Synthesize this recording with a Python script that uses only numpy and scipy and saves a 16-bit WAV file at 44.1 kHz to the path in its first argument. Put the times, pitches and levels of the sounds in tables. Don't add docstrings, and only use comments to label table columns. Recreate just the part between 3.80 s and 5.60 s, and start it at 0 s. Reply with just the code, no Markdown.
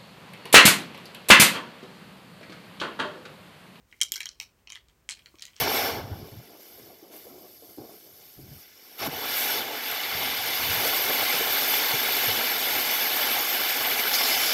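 import sys
import numpy as np
from scipy import signal
from scipy.fft import rfft, irfft
from scipy.io import wavfile
from scipy.ndimage import uniform_filter1d

SR = 44100
rng = np.random.default_rng(int(sys.argv[2]) if len(sys.argv) > 2 else 0)


def nominal_scale(level):
    x = np.asarray(level, float) / 20
    return 10 ** x


def to_wav(s):
    ch = np.atleast_2d(s).T
    pcm = np.round(np.clip(ch, -1, 1) * 32767)
    wavfile.write(sys.argv[1], SR, pcm.astype(np.int16))


N = 79380

# start_s, peak_db,
# floor_panel_db, side_panel_db, edge_and_tick_db
LANDINGS = [(0.0853, -64.5, 13, -2, 2), (0.107, -64, 14, -4, 10.5), (0.1135, -54.5, -10, 4.5, 1),
            (0.126, -40, 18.5, 11, -7.5), (0.164, -62, 12.5, 11.5, 11), (0.19, -61, -6.5, -4.5, 3),
            (0.2043, -37, 6.5, 3, -4), (0.2142, -9.5, -0.5, 8, 11), (0.2205, -15.5, -6.5, 5.5, 12.5),
            (0.2326, -12.5, -16.5, -14, 15.5), (0.2836, -45.5, -14, -11.5, -11),
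            (0.2908, -42, -14, 2.5, 5.5),
            (0.3202, -9.5, -0.5, 5.5, 11.5), (0.338, -28, -9, 13, 10), (0.341, -29.5, 9, -15, 14),
             (0.3575, -24.5, 1, -13, -9), (0.3642, -27.5, -5, 4, -2), (0.3756, -39.5, 22.5, 11, 8),
             (0.3826, -42, -9, -20, -24), (0.4047, -24, 6.5, -1.5, 4.5), (0.4309, -34, 1.5, -4, -24),
             (0.4565, -24.5, 1, -1, -8), (0.49, -29.5, -10, -7.5, -0.5), (0.5997, -30.5, -5.5, 1, -1),
             (0.6009, -24.5, 6, -4.5, -10.5),
            (0.7015, -81, -9, -15, 19), (0.7896, -63, 16.5, 9, -1), (0.873, -38.5, 9, -2, -18.5),
            (0.8949, -45.5, -7, 3, -12.5), (0.9017, -35, 6, 4.5, 1), (0.9214, -30.5, 3.5, 1, 1),
            (0.9506, -39, -3, 11, 9), (0.9556, -33.5, 5.5, 7, -4), (1.0848, -50, 11.5, 10, 6.5),
            (1.0973, -58, 7.5, 10.5, 2), (1.29, -25.5, 5, 2, 3.5), (1.2966, -26.5, -22, -16.5, 19.5),
            (1.3016, -34.5, 0, -3.5, 9), (1.3087, -27.5, -18, -5.5, 2), (1.372, -46, 19, 0.5, 14),
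            (1.391, -48, 7.5, -7.5, 2.5), (1.3941, -46.5, -0.5, 12, -12), (1.4594, -39, 3, 1.5, -11.5),
            (1.5547, -50.5, 7, 3, -7), (1.5855, -47, 4.5, -1, -19.5), (1.595, -41.5, 3, -12, -26),
           (1.6049, -55, 5, -13, -2), (1.6076, -49, -9, 3, 14), (1.611, -46.5, 3, 8, -3),
           (1.618, -52, 16, -11, -1), (1.6221, -27.5, -7.5, -26, -0.5), (1.626, -34.5, -18, 7, 11.5),
           (1.648, -65, -11, -1, 17), (1.653, -31.5, -5, -2.5, 1.5), (1.6657, -39.5, 1, -8, 6),
           (1.703, -58, 6, -1.5, -10), (1.7331, -51, 8, 8, -21), (1.7595, -51, -2, 15, 1),
           (1.764, -40.5, 1, -7, -36), (1.7754, -50.5, 5, 16, -12), (1.786, -53, 10, 1, -5),
            (0.2262, -31, 2, -11, 6), (0.3459, -35, -1, -4, -7), (0.3782, -35.5, 2, -12, -1),
           (0.3945, -63, -14, 3, -4), (0.4152, -35.5, -5, -10, 8), (0.4395, -47, 3, 6, -8),
           (0.466, -32, -6, 25, -5), (0.5148, -49, -14, 4, 0), (0.6213, -37, 2, -3.5, 5.5),
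           (0.9315, -48, 7, 16, 0), (1.2904, -31, -12, 24, -3.5), (1.2975, -43.5, -1.5, 1, -3),
           (1.3073, -33.5, -18, -3, 12), (1.311, -27, 1, 0, 10.5), (1.3183, -35, -6, -5, 4),
           (1.3193, -42.5, 15, -10, 11), (1.325, -48, 3, 0, 1), (1.4686, -50.5, 18, 1.5, 6),
           (1.6325, -49, 22, -12, 4), (1.6768, -56, 23, -12, 2), (1.6816, -46.5, 11, 18, 0)]

# pitch_hz, level_db, time_to_fall_60_db_s
FLOOR_PANEL = [(1716, -18.5, 0.011), (2190, -10.5, 0.013), (2408, -13, 0.018)]
SIDE_PANEL = [(2957, -12, 0.015), (3168, -12, 0.0086), (3230, -7, 0.02), (3820, -15.5, 0.02)]
LID = [(4020, -7, 0.009), (4287, -11, 0.0089), (4410, -10, 0.018), (5080, -7.5, 0.0027), (5406, -8, 0.011),
       (5540, -7, 0.009), (5900, -9.5, 0.01), (6540, -11, 0.008)]
EDGE = [(7220, -6, 0.0038), (8400, -14, 0.002), (8660, -16.5, 0.0051), (9870, -7.5, 0.0018),
        (11550, -16.5, 0.0019), (14600, -21, 0.0068)]
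COIN = [(12250, -46, .07), (12720, -47, .07)]
HOLLOW = [(363, -50, 0.094), (926, -39.5, 0.017), (1188, -41.5, 0.0067)]
SCATTER_DB, DETUNE = 2.2, 0.015
TICK_HZ, TICK_S, TICK_DB = 6400, 0.00008, -1
BOX_DB, PEAK_DB = -5, 4
RADIATES_ABOVE_HZ = 1500
LID_SPLIT_HZ = 4800

INSIDE_SHORTEST_S, INSIDE_LONGEST_S, INSIDE_FADE_S = 0.00012, 0.00045, 0.003
CLEAR_HARD, CLEAR_LOSS_PER_DB, CLEAR_SOFT = 0.995, 0.022, 0.7

# time_s, treble_db, hollow_db
SLOT = [(0.215, -4, -3.5), (.233, 0, 13), (.32, 6.5, -13), (.34, 6, 1), (.365, 15, -3.5), (.404, -1, 4.5),
        (.456, 10, 6.5), (.49, -19, 0), (.6, 12, 7), (0.875, -5, 6), (.9, -7, 7.5), (.922, -2, 5),
        (0.954, 4, 5.5), (1.289, -23, 5.5), (1.321, -6, -7), (1.46, 7, -3), (1.61, 3, 0), (1.76, -1, -5)]
# low_hz, high_hz
SLOT_BAND_HZ = (11300, 15200)
# time_s, low_against_high_lid_db, floor_pitch_factor, ring_length_factor
GRIP = [(.12, 1, 0.92, 1.2), (.214, -7, 1.0, 1.3), (.233, -3.5, 0.97, 1.1), (.32, -0.5, 0.97, 1.14),
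        (.36, -5, 0.93, 1.5), (.404, 1, .97, 1.36), (.456, -5, 0.9, 0.94), (.49, -4, 0.66, 0.88),
        (.6, 0, 1.029, 1.1), (.874, 2, 1.16, 0.98), (.92, -6.5, 0.98, 1.22), (.955, 2.5, 0.92, 0.73),
        (1.29, -0.5, 1, 0.46), (1.32, 4, 1.08, 0.52), (1.46, 2.5, 0.95, .8), (1.6, 0.5, 1.05, 0.95),
        (1.62, 8, 0.81, 0.53), (1.7, -2, 0.97, 0.48)]

# start_s, level_db
THUDS = [
    (1.541, -46),
    (1.553, -84),
]
# pitch_hz, level_db, time_to_fall_60_db_s
THUD_MODES = [(335, 5, .035), (580, -1, .016), (1090, 3, .014)]
THUD_RISE_S = 0.0025

# delay_s, level_db
ECHOES = [(.0084, -15), (0.011, -31.5), (0.02, -27), (0.0275, -23.5)]
ECHO_SMEAR_S, ECHO_TOP_HZ = 0.0016, 8000
# pitch_hz, level_db, time_to_fall_60_db_s
TAIL = [(1200, -31.5, 0.094), (2376, -45, 0.2), (4500, -43.5, 0.2), (6710, -66.5, 0.14), (12870, -34, 0.14)]
TAIL_RISE_S = 0.005
PLACES = [0, .31, .4, .45, .55, .85, .915, 1.2, 1.44, 1.615, 1.65, 1.75]
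# time_s, room_send_db
SHADING = [(0, 5), (.2, -2), (.33, -2), (.39, 0.5), (.6, 3), (.9, 2.5), (1.3, 3.5), (1.6, 1), (1.8, 8)]
SHUDDER_DB, SHUDDER_S = 2.2, 0.003

# pitch_hz, level_db_per_hz
HISS = [(35, -24), (60, 2), (537, -7), (817, -12), (985, -10), (1190, -11.5), (2450, -15), (3550, -20),
        (15800, -22.5)]
HISS_DB, FLICKER_DB = -68, 0.6
HUM_HZ, HUM_WIDTH_HZ, HUM_DB = 54.3, 17, -69
# time_s, level_db
SLEEVE = [(0, -99), (0.098, -70.5), (.18, -70), (.6, -77), (0.749, -83), (1.101, -78.5), (1.22, -84),
          (1.35, -71.5), (1.552, -69.5), (1.8, -67)]
SLEEVE_HZ, SLEEVE_WIDTH_HZ = 5000, 16000

MIC_LOW_HZ, MIC_TOP_HZ = 42, 15900
MIC_DIP_HZ, MIC_DIP_WIDTH_HZ, MIC_DIP = 10500, 1600, 0.55


def band(x, hz, width_hz):
    return signal.lfilter(*signal.iirpeak(min(hz, 0.45 * SR), hz / width_hz, fs=SR), x)


def add(out, start_s, sound):
    i = int(start_s * SR)
    out[i:i + len(sound)] += sound[:len(out) - i]


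def ring(modes, gains, stretch, length=6000):
    hz, db, t60 = np.array(modes, float).T[:, :, None]
    t = np.arange(length) / SR
    sines = np.sin(2 * np.pi * hz * stretch[:, None] * t)
    fade = np.exp(-np.log(1000) * t / t60)
    return (nominal_scale(db) * gains[:, None] * sines * fade).sum(axis=0)


def background():
    f = np.maximum(np.arange(N // 2 + 1) * SR / N, 1)
    hz, db = np.array(HISS).T
    colour = nominal_scale(np.interp(np.log(f), np.log(hz), db))
    hiss = irfft(rfft(rng.standard_normal(N)) * colour, N)
    walk = uniform_filter1d(rng.standard_normal(N), size=3000)
    flicker_db = FLICKER_DB * walk / walk.std()
    hum = band(rng.standard_normal(N), HUM_HZ, HUM_WIDTH_HZ)
    return nominal_scale(HISS_DB + flicker_db) * hiss / hiss.std() + nominal_scale(HUM_DB) * hum / hum.std()


def sleeve():
    brush = band(rng.standard_normal(N), SLEEVE_HZ, SLEEVE_WIDTH_HZ)
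    level_db = np.interp(np.arange(N) / SR, *np.array(SLEEVE).T)
    return nominal_scale(level_db) * brush / brush.std()


def room():
    t = np.arange(int(0.4 * SR)) / SR
    early = np.zeros(len(t))
    for delay_s, db in ECHOES:
        early += nominal_scale(db) * (t >= delay_s) * np.exp(-np.abs(t - delay_s) / ECHO_SMEAR_S)
    early = early * rng.standard_normal(len(t)) / np.sqrt(ECHO_SMEAR_S * SR / 2)
    early = signal.lfilter(*signal.butter(1, ECHO_TOP_HZ, fs=SR), early)
    late = np.zeros(len(t))
    for hz, db, t60 in TAIL:
        noise = band(rng.standard_normal(len(t)), hz, 0.41 * hz)
        late += nominal_scale(db + 10 * np.log10(SR / 2 / hz)) * noise * np.exp(-np.log(1000) * t / t60)
    return early + late * (1 - np.exp(-t / TAIL_RISE_S))


def shudder():
    walk = uniform_filter1d(rng.standard_normal(N), size=int(SHUDDER_S * SR))
    walk = uniform_filter1d(walk, size=int(SHUDDER_S * SR / 2))
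    return nominal_scale(SHUDDER_DB * walk / walk.std())


def room_echoes(dry):
    t = np.arange(N) / SR
    send = dry * nominal_scale(np.interp(t, *np.array(SHADING).T))
    wet = np.zeros(N)
    for begin_s, end_s in zip(PLACES, PLACES[1:] + [N / SR]):
        here = send * (t >= begin_s) * (t < end_s)
        wet += signal.fftconvolve(here, room())[:N]
    return wet * shudder()


def thud():
    out = np.zeros(N)
    knock = ring(THUD_MODES, np.ones(3), np.ones(3))
    swell = 1 - np.exp(-np.arange(len(knock)) / SR / THUD_RISE_S)
    for start_s, db in THUDS:
        add(out, start_s, nominal_scale(db) * knock * swell)
    return out


def inside_echoes(x, lags, clear):
    echo = np.eye(1, 800)[0]
    for lag in lags:
        a = np.zeros(lag + 1)
        a[0], a[-1] = 1, clear
        echo = signal.lfilter(a[::-1], a, echo)
    fade = np.exp(-np.arange(len(echo)) / SR / INSIDE_FADE_S)
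    return signal.fftconvolve(x, echo * fade)[:len(x)]


def contact_tick(t):
    bump = np.exp(-0.5 * (t / TICK_S - 3) ** 2)
    return -nominal_scale(TICK_DB) * np.cos(2 * np.pi * TICK_HZ * (t - 3 * TICK_S)) * bump


def knocks():
    out = np.zeros(N)
    rows = LANDINGS
    parts = [FLOOR_PANEL, SIDE_PANEL, LID, EDGE]
    modes = np.array(sum(parts, []))
    part = np.repeat(np.arange(4), [len(p) for p in parts])
    lid_side = (part == 2) * np.sign(LID_SPLIT_HZ - modes[:, 0])
    t = np.arange(4000) / SR
    tick = contact_tick(t)
    times = np.array([row[0] for row in rows])
    small = signal.butter(4, RADIATES_ABOVE_HZ, "high", fs=SR, output="sos")
    dull = signal.butter(4, SLOT_BAND_HZ[0], fs=SR, output="sos")
    bright = signal.butter(3, SLOT_BAND_HZ, "band", fs=SR, output="sos")
    slot_s, slot_treble_db, slot_hollow_db = np.array(SLOT).T
    grip_s, *grip_columns = np.array(GRIP).T

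    for start_s, db, floor_db, side_db, edge_db in rows:
        loud, pitch, sign, odd = rng.standard_normal((4, len(modes)))

        tilt_db, tune, damp = [np.interp(start_s, grip_s, column) for column in grip_columns]
        held = modes * [1, 1, np.clip(damp, 0.3, 1.5)]
        stretch = (1 + DETUNE * pitch) * np.where(part == 0, tune, 1)
        part_db = np.array([floor_db, side_db, 0, edge_db])[part]
        gains = nominal_scale(part_db + tilt_db * lid_side + SCATTER_DB * loud) * np.sign(sign)
        panels = nominal_scale(BOX_DB) * ring(held, gains, stretch, len(t))
        hit = signal.sosfilt(small, panels + nominal_scale(edge_db / 2) * tick)

        lags = (rng.uniform(INSIDE_SHORTEST_S, INSIDE_LONGEST_S, 2) * SR).astype(int)
        clear = np.clip(CLEAR_HARD + CLEAR_LOSS_PER_DB * (db + 10.5), CLEAR_SOFT, CLEAR_HARD)
        hit = inside_echoes(hit, lags, clear)

        treble = nominal_scale(np.interp(start_s, slot_s, slot_treble_db))
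        hit = signal.sosfilt(dull, hit) + treble * signal.sosfilt(bright, hit)

        flight_s = np.min(times[times > start_s], initial=N / SR) - start_s
        choke = np.clip((flight_s - t) / 0.0038, 0, 1)
        coin = treble * ring(COIN, nominal_scale(SCATTER_DB * odd[:2]), np.ones(2), len(t)) * choke

        slot_db = np.interp(start_s, slot_s, slot_hollow_db) * np.array([0, 1, 1])
        hollow_gains = nominal_scale(floor_db + slot_db + SCATTER_DB * odd[2:5] / 2)
        hollow = ring(HOLLOW, hollow_gains, 1 + 4 * DETUNE * odd[5:8], len(t))
        add(out, start_s, nominal_scale(db + PEAK_DB) * (hit / np.abs(hit).max() + coin + hollow))
    return out


def scene():
    dry = knocks() + thud()
    return (dry + background() + sleeve() + room_echoes(dry))[None]


def low_pass(x):
    return signal.sosfilt(signal.butter(12, 16970, fs=SR, output="sos"), x)


def record(dry):
    x = dry - MIC_DIP * band(dry, MIC_DIP_HZ, MIC_DIP_WIDTH_HZ)
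    x = signal.sosfilt(signal.butter(2, MIC_LOW_HZ, "high", fs=SR, output="sos"), x)
    x = signal.sosfilt(signal.cheby1(8, 0.5, MIC_TOP_HZ, fs=SR, output="sos"), x)
    return low_pass(x)


dry = scene()
out = record(dry)
to_wav(out)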